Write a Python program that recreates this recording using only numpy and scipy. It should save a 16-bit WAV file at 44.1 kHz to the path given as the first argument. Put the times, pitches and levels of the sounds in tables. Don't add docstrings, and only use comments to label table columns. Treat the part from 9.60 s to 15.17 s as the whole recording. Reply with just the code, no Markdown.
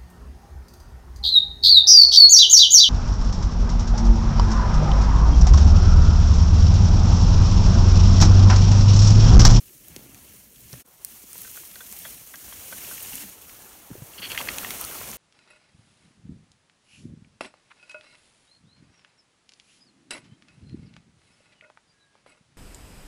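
import sys
import numpy as np
from scipy import signal
from scipy.io import wavfile

SR = 44100
rng = np.random.default_rng(int(sys.argv[2]) if len(sys.argv) > 2 else 0)


def elevation(decibels):
    levels = np.asarray(decibels, float)
    return 10 ** (levels / 20)


def store_wav(level_fs):
    pcm = np.round(np.clip(np.atleast_2d(level_fs), -1, 1) * 32767)
    wavfile.write(sys.argv[1], SR, pcm.T.astype(np.int16))


N = 245637


def rms_one(x):
    return x / np.sqrt(np.mean(x ** 2) + 1e-20)


def peak_one(x):
    return x / np.abs(x).max()


def in_time(rows):
    s, *columns = np.transpose(rows)
    return [np.interp(np.arange(N) / SR, s, c) for c in columns]


def drift(rate):
    hop = 40
    r = np.exp(-2 * np.pi * hop * rate / SR)
    chance = rng.standard_normal(N // hop + 2002)
    slow = signal.lfilter([1], [1, -2 * r, r * r], chance)[2000:]
    return np.interp(np.arange(N) / hop, np.arange(len(slow)), rms_one(slow))


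def band_pass(x, low_hz, high_hz):
    return signal.sosfilt(signal.butter(2, [low_hz, high_hz], "band", fs=SR, output="sos"), x)


def high_pass(x, hz, order):
    return signal.sosfilt(signal.butter(order, hz, "high", fs=SR, output="sos"), x)


def resonance(x, hz, width_hz):
    r = np.exp(-np.pi * width_hz / SR)
    poles = [1, -2 * r * np.cos(2 * np.pi * hz / SR), r * r]
    return signal.lfilter([(1 - r * r) / 2, 0, (r * r - 1) / 2], poles, x)


def ring(x, hz, t60):
    r, w = elevation(-60 / (t60 * SR)), 2 * np.pi * hz / SR
    return signal.lfilter([0, np.sin(w)], [1, -2 * r * np.cos(w), r * r], x)


def add(out, s, peak_db, sound):
    i = round(s * SR)
    piece = peak_one(sound)[:N - i]
    out[i:i + len(piece)] += elevation(peak_db) * piece


def rustle():
    # (time [s], speed through the blades [dB], weight on the litter [dB])
    walk = [(0.0, -51.5, -73), (0.19, -52.5, -75), (0.33, -51.5, -64), (0.53, -53, -65.5),
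            (0.75, -50.5, -69), (0.91, -55.5, -73.5), (1.14, -48, -67.5), (1.22, -49.5, -64.5)]
    # (time [s], speed through the blades [dB], weight on the litter [dB])
    pull = [(1.25, -58.5, -63.5), (1.42, -53, -64.5), (1.47, -46, -62.5), (1.66, -48.5, -65),
            (1.77, -40.5, -61.5), (2.0, -42.5, -64), (2.11, -45.5, -62.5), (2.5, -41, -60),
            (2.63, -46.5, -63), (3.27, -38, -54), (3.6, -37.5, -55.5), (3.76, -48.5, -59),
            (3.96, -46.5, -56), (4.25, -51, -58), (4.56, -46.5, -56), (4.79, -37.5, -44), (5.1, -37, -46),
            (5.57, -39, -49.5)]
    # (frequency [Hz], level per Hz [dB])
    grass_spectrum = [(2500, -14), (4500, -5.5), (6400, 0), (9000, 1), (13000, 2.5), (16000, -4)]
    twig_spectrum = [(800, -24), (1500, -7), (2200, -3), (3000, -1.5), (4500, -3.5), (7000, -7)]
    litter_spectrum = [(180, -9), (350, -0.5), (600, 0), (1200, -2), (2200, -12)]
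    ground_spectrum = [(24, -44), (45, 2.5), (110, -0.5), (250, -2), (450, -10.5), (750, -22.5)]
    speed_db, weight_db = in_time(walk + pull)
    boots = np.arange(N) / SR < walk[-1][0]
    fast, heavy = speed_db + 45, weight_db + 58
    twig_db = -53.5 + 0.83 * fast + 0.37 * heavy + 3 * boots
    ground_db = -59.5 + 0.55 * fast + 0.44 * heavy + 8.5 * boots
    clumps = elevation(0.53 * drift(12) + 0.68 * drift(40))
    grass = crackle(grass_spectrum, clumps * flicks(), 600.0, spread_db=4.5, smooth=1.9, patchy_db=.8)
    twigs = crackle(twig_spectrum, clumps, 500.0, spread_db=5.5, smooth=1.0, patchy_db=1.25)
    litter = crackle(litter_spectrum, clumps, 150.0, spread_db=-5.0, smooth=1.8, patchy_db=2.5)
    ground = crackle(ground_spectrum, clumps, 60.0, spread_db=-6.5, smooth=1.0, patchy_db=3.5)
    vegetation = elevation(speed_db) * grass + elevation(twig_db) * twigs
    return vegetation + elevation(weight_db) * litter + elevation(ground_db) * ground


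def flicks():
    per_s, settle_s, jump_db = 35, .004, -12
    jumps = (rng.random(N) < per_s / SR) * np.minimum(rng.exponential(1, N), 2)
    return 1 + elevation(jump_db) * signal.lfilter([1], [1, -np.exp(-1 / (settle_s * SR))], jumps)


def crackle(spectrum, clumps, per_s, spread_db, smooth, patchy_db):
    born = rng.random(N) < per_s * clumps ** 2 / SR
    sizes = elevation(spread_db * np.minimum(rng.exponential(1, N), 4)) * rng.choice([-1, 1], N)
    source = rms_one(born * sizes) + smooth * clumps * rng.standard_normal((2, N))
    hz, db = np.transpose(spectrum)
    edges = hz[0] * 2 ** np.arange(0, np.log2(hz[-1] / hz[0]) + .34, 1 / 3)
    out = 0
    for k, (low, high) in enumerate(zip(edges, np.minimum(edges[1:], .45 * SR))):
        band = band_pass(source[k % 2], low, high)
        band_db = np.interp(np.log(low * high) / 2, np.log(hz), db)
        out = out + band * elevation(band_db + patchy_db * drift(18.0))
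    return rms_one(out)


def snaps():
    # (time [s], peak level [dB], pitch [Hz])
    thin_stems = [(0.057, -38, 9450), (0.2833, -23.5, 11900), (0.5452, -31.5, 6390), (1.1973, -38, 12700),
                  (1.204, -34, 12000), (1.262, -38, 9770), (1.2874, -38, 14900), (1.731, -20, 9500),
                  (1.7799, -20, 12400), (1.818, -16, 11700), (1.914, -21, 12100), (1.9684, -19, 13300),
                  (2.1134, -30, 9280), (2.1565, -26, 4800), (2.314, -24.5, 8200), (2.3253, -23, 8660),
                  (2.389, -19, 14900), (2.757, -23.5, 5200), (3.0734, -25, 13000), (3.1694, -27, 12400),
                  (3.4258, -17, 12300), (3.43, -20, 12800), (3.6972, -27, 11900), (4.3515, -38, 13600),
                  (5.1844, -19, 13900), (5.2125, -12, 12400), (5.249, -11.5, 9800), (5.3344, -26, 12200),
                  (5.389, -25, 13000), (5.515, -20.5, 6400)]
    # (time [s], peak level [dB], pitch [Hz], break time [s], woody part re peak [dB])
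    thick_stems = [
        (0.3628, -18.5, 6400, 0.00042, -33),
        (1.1293, -25, 6100, 0.0011, -21),
        (1.4477, -10.5, 10000, 0.00052, -19),
        (3.5549, -11.5, 11000, 0.00024, -30),
        (4.889, -27, 5330, 0.00089, 3),
        (4.9831, -14.5, 6500, 0.0012, -5),
        (5.1055, -17.5, 4800, 0.0027, -13),
    ]
    out, t = np.zeros(N), np.arange(900) / SR
    table = [(s, db, hz, .00024, -39 - .63 * (db - 12)) for s, db, hz in thin_stems] + thick_stems
    chance = rng.standard_normal((len(table), len(t)))
    for (s, db, hz, break_s, woody_db), noise in zip(table, chance):
        fresh = np.exp(-(t / max(break_s, .0001)) ** 2)
        tearing = elevation(-13) * noise * np.exp(-t / (break_s * 2.0 + .002))
        shock = np.sign(noise) * fresh + tearing
        bright = peak_one(high_pass(shock, 0.56 * hz, 2))
        stem = 1.16 * peak_one(resonance(shock, hz, .22 * hz))
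        woody = elevation(woody_db - 1.5) * peak_one(band_pass(shock, 1300, 5800))
        add(out, s + .0004, db - .8, bright + stem + woody)
    return out


def limb_cracks():
    # (time [s], peak level [dB], pitch [Hz], rattle [s])
    cracks = [(0.346, -45, 2620, 0.0011), (0.546, -40, 2450, 0.00045), (0.959, -42.5, 3350, 0.0016),
              (1.137, -41.5, 1830, 0.0015), (1.155, -46, 1890, 0.00099), (1.196, -44.5, 2260, 0.0023),
              (2.114, -45, 2450, 0.00097), (2.419, -38, 3300, 0.0013), (3.209, -44, 2690, 0.0014),
              (3.246, -36, 2470, 0.001), (3.378, -33, 2240, 0.0014), (3.403, -32, 2820, 0.00075),
              (3.532, -31, 2800, 0.00081), (3.578, -35, 2850, 0.0013), (3.602, -37, 2570, 0.00089),
              (3.633, -38, 1870, 0.0013), (3.894, -38, 2180, 0.0013), (4.331, -43, 1180, 0.001),
              (4.534, -36, 3070, 0.0015)]
    # (time [s], peak level [dB], pitch [Hz], rattle [s])
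    breaks = [(4.716, -22, 3050, 0.0019), (4.746, -26, 1760, 0.002), (4.759, -30.5, 1870, 0.0016),
              (4.776, -13, 1920, 0.0011), (4.784, -22.5, 3220, 0.004), (4.801, -26.5, 1070, 0.0021),
              (4.812, -23.5, 1730, 0.001), (4.825, -39, 740, 0.00085), (4.873, -29, 1640, 0.0016),
              (4.887, -15.5, 1870, 0.00068), (4.983, -18.5, 3300, 0.0014), (5.031, -31, 1330, 0.00086),
              (5.046, -20.5, 1830, 0.00087), (5.105, -26, 2190, 0.0008), (5.138, -34, 2100, 0.00092),
              (5.24, -25.5, 4240, 0.00099), (5.311, -35, 1600, 0.0012), (5.414, -32, 1300, 0.0005),
              (5.441, -35, 2520, 0.0013), (5.53, -35, 1700, 0.0011)]
    # (frequency [Hz], level [dB], t60 [s])
    deadwood = [(1040, 13, 0.0057), (1935, -6.5, 0.015), (2280, 4, 0.0023), (2710, 0.5, 0.0037),
                (3350, -7.5, 0.012), (4430, -1, 0.0049), (5660, -2.5, 0.0026)]
    return knocks(cracks + breaks, deadwood, cycles=36.0, scatter_db=0.5, thin=.78)


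def post_knocks():
    # (time [s], peak level [dB], pitch [Hz], rattle [s])
    blows = [(1.754, -39, 1000, 0.0014), (1.847, -39.5, 1540, 0.0024), (1.875, -40, 1550, 0.0022),
             (1.958, -40, 1500, 0.0018), (1.971, -33, 1500, 0.0015), (2.033, -43.5, 1210, 0.0019),
             (2.157, -36.5, 1580, 0.0019), (2.204, -33, 1540, 0.0033), (2.448, -28.5, 1740, 0.0037),
             (2.738, -34, 1680, 0.0033), (2.879, -45, 1420, 0.0015), (2.924, -36, 1770, 0.0017),
             (3.123, -30, 1510, 0.0026), (3.31, -34.5, 1540, 0.002)]
    # (frequency [Hz], level [dB], t60 [s])
    post = [(650, -2, 0.015), (1160, -8, 0.0071), (1540, -1, 0.034), (1940, 3, 0.0098), (2450, 2, 0.0065),
            (3350, 6, 0.017), (5300, -8, 0.0063)]
    return knocks(blows, post, cycles=35.0, scatter_db=2.8, thin=.3)


def knocks(table, modes, cycles, scatter_db, thin):
    out, t = np.zeros(N), np.arange(3500) / SR
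    chance = rng.standard_normal((len(table), len(t)))
    strengths = rng.normal(0, scatter_db, (len(table), len(modes)))
    for (s, db, hz, rattle_s), noise, strength in zip(table, chance, strengths):
        age = t / max(rattle_s, .0003)
        contact = noise * np.abs(noise) * age * np.exp(-age)
        body = 0.91 * peak_one(ring(contact, hz, cycles / hz))
        for (mode_hz, mode_db, t60), more_db in zip(modes, strength):
            near_db = -3.0 * abs(np.log2(mode_hz / hz))
            body = body + elevation(mode_db + more_db + near_db) * peak_one(ring(contact, mode_hz, t60))
        add(out, s, db, high_pass(body, thin * hz, 6))
    return out


def scrapes():
    # (time [s], length [s], level [dB rms])
    strokes = [
        (4.577, 0.024, -40),
        (4.616, 0.048, -34.5),
        (4.661, 0.021, -40),
        (4.696, 0.041, -37.5),
        (4.79, 0.0084, -39),
        (4.792, 0.029, -40),
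        (4.883, 0.012, -28),
    ]
    # (frequency [Hz], width [Hz], level [dB])
    branch = [(2240, 560, -22), (2950, 890, 2.5), (3350, 150, 8.5), (4300, 490, 2.5), (1500, 1300, -7)]
    t = np.arange(N) / SR
    slips = rng.standard_normal(N) * elevation(4.0 * rng.standard_normal(N))
    wood = 0
    for k, (hz, width, db) in enumerate(branch):
        once = resonance(slips, hz, width * 1.7)
        wood = wood + elevation(db) * (-1) ** k * resonance(once, hz, width * 1.7)
    stroke = 0
    for s, length, db in strokes:
        stroke = stroke + elevation(db) * np.clip(np.minimum(t - s, s + length - t) / 0.0061, 0, 1)
    return stroke * rms_one(wood)


def thuds():
    # (time [s], peak level [dB], pitch [Hz], cycles to die)
    blows = [(0.364, -37.5, 258, 9.8), (0.371, -39, 132, 5.3), (0.393, -46, 180, 6.7),
             (0.462, -47, 286, 7.2), (0.493, -46.5, 224, 6.0), (0.41, -51, 404, 14), (0.645, -51, 330, 7.6),
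             (1.139, -42.5, 447, 6.0), (0.753, -49.5, 119, 8.1), (1.13, -36.5, 120, 16),
             (1.639, -45, 174, 8.8), (3.538, -43, 186, 12), (3.64, -41, 187, 33), (4.303, -36.5, 280, 13),
             (4.312, -31, 114, 9), (4.353, -32.5, 332, 9.3), (4.379, -41, 94.2, 8.5),
             (4.42, -30.5, 104, 6.1), (4.595, -42, 177, 22), (4.629, -40, 337, 8.0), (4.72, -36, 345, 6.9),
             (4.793, -34, 509, 5.8), (5.413, -31.5, 400, 3.2)]
    out, t = np.zeros(N), np.arange(6000) / SR
    chance = rng.standard_normal((len(blows), len(t)))
    wobble = signal.lfilter([1.6e-4], [1, -1.98, .99 ** 2], chance)
    for (s, db, hz, cycles), uneven, grit in zip(blows, wobble, rng.standard_normal(wobble.shape)):
        age = hz * t
        turns = age + 0.54 * (1 - np.exp(-age / 0.41)) + 1.2 * uneven
        puff = 1.6 * signal.lfilter([.08], [1, -.92], grit) * np.exp(-age / 0.55)
        envelope = (1 - np.exp(-age / 0.18)) * elevation(-60 * age / max(cycles, 2))
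        add(out, s, db, (np.sin(2 * np.pi * turns) + puff) * envelope)
    return out


def trunks(x):
    dull = signal.lfilter([.4], [1, -.6], x)
    echoes = [(.0043, -14), (.011, -22.5), (.019, -21.5)]     # (delay [s], level [dB])
    return sum(elevation(db) * np.pad(dull, (round(lag * SR), 0))[:N] for lag, db in echoes)


def scene():
    contacts = snaps() + limb_cracks() + post_knocks() + scrapes()
    return (rustle() + thuds() + contacts + trunks(contacts))[None]


def low_pass(x):
    return signal.sosfilt(signal.butter(12, 16980, fs=SR, output="sos"), x)


def record(dry):
    # (frequency [Hz], width [Hz], level [dB])
    case_dips = [(3720, 1050, -3.5), (4940, 1070, -5), (7620, 1600, -4.5), (10520, 760, -6)]
    # (time [s], level [dB])
    join = [
        (1.205, -1),
        (1.222, -7),
        (1.237, -32),
        (1.255, -4.5),
        (1.275, -2.5),
    ]
    x = elevation(3.5) * dry
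    for hz, width, db in case_dips:
        x = x - (1 - elevation(db)) * resonance(x, hz, width)
    x = x * elevation(in_time(join)[0])
    x = signal.sosfilt(signal.cheby2(16, 34, 15950, fs=SR, output="sos"), x)
    return low_pass(x)


dry = scene()
out = record(dry)
store_wav(out)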